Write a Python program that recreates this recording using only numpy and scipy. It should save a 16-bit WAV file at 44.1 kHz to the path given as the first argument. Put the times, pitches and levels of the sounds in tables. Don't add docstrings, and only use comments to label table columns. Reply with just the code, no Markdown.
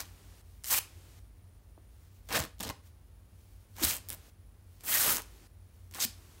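import sys
import numpy as np
from scipy import signal
from scipy.fft import rfft, irfft
from scipy.io import wavfile
from scipy.ndimage import uniform_filter1d

SR = 44100
rng = np.random.default_rng(int(sys.argv[2]) if len(sys.argv) > 2 else 0)


def gain_from_db(level_db):
    decades = np.asarray(level_db, float) / 20
    return 10 ** decades


def store_wav(level_fs):
    pcm = np.round(np.clip(np.atleast_2d(level_fs), -1, 1) * 32767)
    wavfile.write(sys.argv[1], SR, pcm.T.astype(np.int16))


N = 282240
TIME = np.arange(N) / SR


def rms_one(x):
    return x / np.sqrt(np.mean(x ** 2) + 1e-20)


def at_hz(points, hz):
    return np.interp(np.log(hz), np.log(np.array(points)[:, 0]), np.array(points)[:, 1])


def drift(rate):
    r = np.exp(-2 * np.pi * rate / SR)
    wander = signal.lfilter([1], [1, -2 * r, r * r], rng.standard_normal(N + SR))
    return rms_one(wander[SR:])


def resonance(x, hz, width_hz):
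    r = np.exp(-np.pi * width_hz / SR)
    ringing = [1, -2 * r * np.cos(2 * np.pi * hz / SR), r * r]
    return signal.lfilter([(1 - r * r) / 2, 0, (r * r - 1) / 2], ringing, x)


def coloured(spectrum):
    hz = np.arange(N // 2 + 1) * SR / N + 1
    white = rfft(rng.standard_normal(N))
    return rms_one(irfft(white * gain_from_db(at_hz(spectrum, hz)), N))


def between(start, end, edge_s):
    return np.clip(np.minimum(TIME - start, end - TIME) / edge_s + .5, 0, 1)


def background():
    # (f/Hz, level/dB per Hz)
    air = [(18, -41), (30, -11), (88, 7), (114, -15.5), (141, -18.5), (225, -19), (7540, -41),
           (9540, -38.5), (10600, -38.5), (15700, -36)]
    # (f/Hz, width/Hz, level/dB)
    hum = [(51.9, 5.2, -56.5), (92, 4.6, -58.5)]
    # (start/s, end/s, f/Hz)
    insect_song = [
        (0, 1.59, 9660),
        (1.63, 2.06, 9640),
        (2.23, 2.84, 9700),
        (2.9, 6.4, 9750),
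    ]
    insect_width_hz, insect_db = 300, -79
    out = gain_from_db(-60) * coloured(air)
    for hz, width, db in hum:
        out += gain_from_db(db) * rms_one(resonance(rng.standard_normal(N), hz, width))
    wings = rng.standard_normal(N)
    for start, end, hz in insect_song:
        buzz = resonance(wings, hz, insect_width_hz)
        buzz = resonance(buzz, hz, insect_width_hz)
        out += gain_from_db(insect_db) * between(start, end, .01) * rms_one(buzz)
    return out


def handling():
    # (t/s, level/dB, length/s)
    moves = [(0.545, -73.5, 0.11), (1.2, -79, .06), (2.027, -76.5, 0.12), (2.17, -74.5, .04),
             (2.29, -69, 0.035), (2.738, -77, 0.036), (2.867, -68, .03), (3.466, -75.5, 0.14),
             (3.62, -80, 0.045), (3.773, -67, 0.059), (4.272, -70, 0.034), (4.782, -74, 0.086),
             (5.788, -79, 0.12)]
    # (f/Hz, level/dB per Hz)
    rustle = [(500, -8.5), (2000, -2), (6000, -2), (12000, -2.5), (16000, -0.5)]
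    level = gain_from_db(-78.5)
    for s, db, length in moves:
        level = level + gain_from_db(db) * np.exp(-((TIME - s) / length) ** 2)
    grain = gain_from_db(2 + 1.26 * drift(89.6))
    return level * grain * coloured(rustle)


def thumps():
    # (t/s, peak level/dB, f/Hz, length/ms)
    hits = [
        (1.776, -48, 330, 3.3),
        (1.777, -50, 560, 1.7),
        (2.367, -28, 610, 9),
        (2.385, -31, 92, 20),
        (2.63, -37, 75, 58),
        (3.814, -28.5, 268, 20),
        (3.828, -34, 77, 18),
        (6.047, -38, 197, 9.3),
    ]
    out = np.zeros(N)
    for s, db, hz, ms in hits:
        t = np.clip(TIME - s, 0, 1) * 1000 / ms
        puff = rng.standard_normal(N) * t * np.exp(-2 * t)
        for _ in range(2):
            puff = resonance(puff, hz, .6 * hz)
        out += gain_from_db(db) * puff / abs(puff).max()
    return out


def creeps():
    # (start/s, end/s, peak level/dB, centre f/Hz)
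    runs = [(0.669, .69, -25.5, 8500), (2.292, 2.315, -46.5, 3300), (2.331, 2.351, -25, 4200),
            (2.391, 2.407, -17.5, 6500), (2.417, 2.42, -41, 3500), (2.447, 2.447, -35, 5800),
            (2.584, 2.6, -49, 6600), (2.673, 2.677, -38, 4200), (3.756, 3.757, -47, 4170),
            (3.7734, 3.809, -39, 5000), (3.933, 3.974, -26, 10200), (4.1122, 4.149, -29, 11000),
            (4.796, 4.826, -50.5, 7990), (4.844, 4.856, -39, 8610), (5.094, 5.138, -21, 8430),
            (5.1406, 5.172, -20.5, 8160), (5.194, 5.186, -18, 6400), (5.925, 5.926, -39, 7700),
            (5.942, 5.98, -32.5, 4460)]
    gap_s, jitter, spread_db, length_ms = .0057, .1, 2.5, .6
    out = []
    for start, end, db, hz in runs:
        for k in range(16):
            if start + gap_s * k >= end:
                break
            a, b, c, d = rng.standard_normal(4)
            late = jitter * a * (k > 0)
            pitch = min(hz * 2 ** (0.16 * c), 12000)
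            out.append((start + gap_s * (k + late), db + spread_db * b, pitch, length_ms * 2 ** (0.27 * d)))
    return out


def slips(ring_share, after):
    # (t/s, peak level/dB, centre f/Hz, length/ms)
    lone = [(0.004, -23, 6800, 1.5), (0.6374, -33, 8900, 0.54), (0.6434, -24, 6600, 0.69),
            (0.6507, -28, 9500, 0.36), (0.6582, -24, 9000, 0.41), (0.6666, -23, 7400, 0.32),
            (2.2883, -33, 4300, 0.72), (2.3245, -26.5, 7500, 0.34), (2.327, -19, 5000, 0.65),
            (2.4389, -26, 4300, 0.63), (2.452, -29, 6300, 0.5), (2.5933, -35.5, 7800, 0.97),
            (2.6053, -23.5, 6400, 2.0), (2.619, -34, 8800, 1.1), (2.6289, -21, 7900, 0.45),
            (2.6325, -24, 7000, 1.8), (2.6908, -25, 4800, 1.3), (3.7657, -37.5, 4600, 0.94),
            (3.8488, -5, 7690, 0.49), (4.0872, -23, 11500, 0.44), (4.0937, -21, 11500, 0.33),
            (4.1027, -18, 11600, 0.23), (4.808, -37, 5790, 1.2), (4.837, -37, 8300, 0.3),
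            (5.1716, -22.5, 7990, 0.62), (5.182, -21.5, 10000, 1.4), (5.2197, -27, 6940, 0.56),
            (5.912, -35.5, 7060, 0.28), (5.9387, -28.5, 5400, 0.46), (5.947, -23.5, 5610, 0.46)]
    size = 600
    out, t = np.zeros(N + size), np.arange(size) / SR
    for s, db, hz, ms in list(lone) + creeps():
        noise = rng.standard_normal(size)
        burst = after * noise * abs(noise) * np.exp(-t * 1000 / max(ms, .1))
        burst[0] = np.sign(noise[0])
        thin = signal.lfilter(*signal.butter(1, 0.28 * hz, "high", fs=SR), burst)
        burst = .5 * thin + ring_share * resonance(burst, hz, 0.49 * hz)
        first = round(s * SR)
        out[first:first + size] += gain_from_db(db) * burst / abs(burst).max()
    return out[:N]


def pulling():
    # (t/s, effort/dB, slack/dB)
    tail_pull = [(0, -45, 3.5), (.016, -46.5, -1), (.046, -65, -5), (.11, -69, -7)]
    # (t/s, effort/dB, slack/dB)
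    first_pull = [(0.639, -55.5, 1), (.658, -54, -3), (.684, -38, -13), (.7, -43, 3), (.706, -36.5, 6.5),
                  (0.737, -29.5, 1.5), (.762, -33.5, -4.5), (0.785, -31, -3.5), (.79, -35, 9.5)]
    # (t/s, effort/dB, slack/dB)
    low_pull = [(2.288, -48, -4), (2.32, -47.5, 0.5), (2.332, -36, 0.5), (2.341, -40.5, -0.5),
                (2.355, -31.5, 2), (2.391, -36, -5), (2.396, -45, 0.5), (2.429, -49, -0.5),
                (2.463, -64, 2.5)]
    # (t/s, effort/dB, slack/dB)
    jerky_pull = [(2.601, -41.5, -4), (2.612, -52.5, 6), (2.626, -57.5, -5.5), (2.635, -42, 3),
                  (2.662, -49, -3), (2.677, -44, 1.5), (2.685, -54, -3.5), (2.702, -42.5, 2),
                  (2.71, -51.5, 0)]
    # (t/s, effort/dB, slack/dB)
    sharp_pull = [(3.755, -70, 6), (3.791, -53.5, 2.5), (3.822, -47, 6.5), (3.828, -33, -2),
                  (3.851, -27, -3), (3.862, -40, 3), (3.9, -35.5, -2.5), (3.921, -41, 1), (3.99, -59, 3)]
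    # (t/s, effort/dB, slack/dB)
    short_pull = [(4.087, -62, -2.2), (4.112, -52.5, 1.35), (4.13, -55, 1.7), (4.151, -66, 1.2)]
    # (t/s, effort/dB, slack/dB)
    long_pull = [(4.834, -54, -3), (4.892, -35.5, -5), (4.948, -32.5, -0.5), (4.973, -34.5, 2.5),
                 (5.01, -30, -5), (5.055, -32.5, 2), (5.098, -33, 3.5), (5.138, -37.5, 2), (5.206, -56, 4)]
    # (t/s, effort/dB, slack/dB)
    last_pull = [(5.949, -55.5, 18), (5.968, -52, 9), (5.993, -52.5, 9), (6.001, -34.5, -4.5),
                 (6.039, -30, 0.5), (6.048, -25.5, -1), (6.052, -29, 8)]
    # (top/dB re rip, body/dB re rip, flap/dB re rip, jerkiness/dB)
    grips = [
        (0, -4.5, -19, -1.5),
        (7.5, -4.5, -26.5, -2.5),
        (-4, 0.5, -1, 0),
        (-10, -4.5, 1, -1.5),
        (4, -4.5, -15.5, -4.5),
        (-1, -6.5, -11, -3),
        (7, -4.5, -11.5, -1.5),
        (-2, -13.5, -18.5, -3),
    ]
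    # (f at the start/Hz, f at the end/Hz)
    rings = [
        (6050, 3000),
        (3100, 2270),
        (1690, 1330),
        (5000, 1850),
        (6400, 2170),
        (6000, 620),
        (2240, 1120),
        (8800, 2400),
    ]
    late_clump_db = 4.5
    pulls = tail_pull, first_pull, low_pull, jerky_pull, sharp_pull, short_pull, long_pull, last_pull
    out = np.zeros((8, N))
    for pull, (top_db, body_db, flap_db, jerk_db), (first_hz, last_hz) in zip(pulls, grips, rings):
        s, effort_db, slack_db = np.transpose(pull)
        gate = between(s[0], s[-1], 0.00032)
        on = gate > 0
        effort = np.interp(TIME[on], s, effort_db)
        slack = np.interp(TIME[on], s, slack_db)
        torn = np.cumsum(gain_from_db(effort)) / np.sum(gain_from_db(effort))
        one = np.ones(on.sum())
        jerk = jerk_db + late_clump_db * torn ** 2
        ring_hz = first_hz * (last_hz / first_hz) ** torn
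        out[:, on] = [gate[on], effort, slack, top_db * one, body_db * one, flap_db * one, jerk, ring_hz]
    return out


def rip(size_db, colour_db, patch_db, ring_db, ring_octaves):
    # (low f/Hz, high f/Hz)
    band_edges = [
        (2500, 9000),
        (9000, 16000),
        (700, 2500),
        (130, 500),
    ]
    full_db = -33
    breaks_per_ms, db_per_doubling = 11.0, 12
    body_follows, flap_follows = 0.79, 0.39
    fold_shared = .6
    gate, rip_db, slack, top, body, flap, jerk, ring_hz = pulling()
    spare = np.clip(full_db - rip_db, -10, 30)
    per_ms = breaks_per_ms * 2 ** (-spare / db_per_doubling)
    clump_db = jerk + 1.5 + 0.17 * spare

    top = top + .4 * slack
    body = body + 1.24 * slack + (1 - body_follows) * (spare - 5)
    flap = flap + 0.86 * slack + (1 - flap_follows) * (spare - 5)

    breaks = rng.random(N) < np.clip(per_ms, .3, 30) * 1000 / SR
    sizes = gain_from_db(size_db * np.minimum(rng.exponential(1, N), 3.0)) * rng.choice([-1, 1], N)
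    sizes = breaks * sizes * gain_from_db(clump_db * np.clip(drift(450), -3, 1.5))
    sizes = sizes / np.sqrt(uniform_filter1d(sizes ** 2, size=350) + 1e-3)
    at = np.flatnonzero(breaks & (gate > 0))
    sizes = (sizes * gate)[at] * np.sqrt(SR / 2)

    low, high = np.transpose(band_edges)
    levels = np.array([rip_db, rip_db + top, rip_db + body, rip_db + flap])
    per_hz_db = levels[:, at].T - 10 * np.log10(high - low)
    order = np.argsort(low)
    out = np.zeros(N)
    edges = 110 * 2 ** (np.arange(23) / 3)
    fold = drift(22.3)
    for lo, hi in zip(edges, edges[1:]):
        fold = fold_shared * fold + np.sqrt(1 - fold_shared ** 2) * drift(33.5)
        place = np.interp(np.log(lo * hi), np.log(low * high)[order], np.arange(4))
        share = np.clip(1 - abs(place - np.arange(4)), 0, 1)
        octaves_off = np.log2(lo * hi / ring_hz[at] ** 2) / 2
        ring = ring_db * np.exp(-(octaves_off / ring_octaves) ** 2)
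        ring = ring - 12 * max(0, np.log2(192 / lo))
        chance_db = colour_db * rng.standard_normal(N) + patch_db * min(1, 5000 / lo) * fold
        clicks = np.full(N, 1e-18)
        clicks[at] = sizes * gain_from_db(per_hz_db[:, order] @ share + ring + chance_db[at])
        out += signal.lfilter(*signal.butter(1, [lo, hi], "band", fs=SR), clicks)
    return out


def room(x):
    # (f/Hz, t/s)
    fade = [(200, 0.28), (1500, 0.3), (6000, 0.29), (14000, 0.14)]
    room_db, floor_echo_ms, floor_echo_db = -12, .8, -49.5
    t, tail = np.arange(SR // 2) / SR, 0
    for hz in 125 * 2. ** np.arange(8):
        edges = [hz / 2 ** .5, min(hz * 2 ** .5, .45 * SR)]
        band = signal.butter(2, edges, "band", fs=SR, output="sos")
        noise = signal.sosfilt(band, rng.standard_normal(len(t)))
        tail = tail + noise * gain_from_db(-60 * t / at_hz(fade, hz))
    tail = tail * np.clip(t / 0.0009, 0, 1)
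    reply = gain_from_db(room_db) * tail / np.sqrt(np.sum(tail ** 2))
    reply[0] = 1
    reply[round(floor_echo_ms * SR / 1000)] += gain_from_db(floor_echo_db)
    return signal.fftconvolve(x, reply)[:N]


def scene():
    # (f/Hz, width/Hz, level/dB)
    body = [(614, 33, -33), (1060, 79, -7.5), (1720, 330, -12.5), (13800, 2500, -9.5)]
    tear = gain_from_db(-8.5) * rip(size_db=3.5, colour_db=3.5, patch_db=3.0, ring_db=9.5, ring_octaves=0.12)
    tear = tear + slips(ring_share=0.5, after=0.33)
    tear = tear + sum(gain_from_db(db) * resonance(tear, hz, width) for hz, width, db in body)
    in_room = room(gain_from_db(1.0) * tear + handling() + thumps())
    return (in_room + background())[None]


def roll_off(x):
    return signal.sosfilt(signal.butter(12, 17000, fs=SR, output="sos"), x)


def record(dry):
    # (f/Hz, level/dB per Hz)
    hiss = [(82, -44), (140, 1), (200, -5.5), (230, -5.5), (355, -3.5), (508, -10.5), (11700, -18),
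            (16000, -22)]
    # (start/s, end/s, level/dB)
    hiss_held = [
        (0, 0.416, -62),
        (0.667, 1.194, -62),
        (3.803, 4.3, -62),
        (4.802, 5.474, -61.5),
        (5.916, 6.406, -61.5),
    ]
    held = sum(gain_from_db(db) * between(start, end, 0.0043) for start, end, db in hiss_held)
    heard = dry + held * coloured(hiss)
    heard = signal.sosfilt(signal.butter(3, 40.2, "high", fs=SR, output="sos"), heard)
    heard = heard - 0.64 * resonance(heard, 10320, 380)
    heard = .3 * np.tanh(heard / .3)
    heard = signal.sosfilt(signal.ellip(12, .5, 70, 15780, fs=SR, output="sos"), heard)
    return roll_off(heard)


dry = scene()
out = record(dry)
store_wav(out)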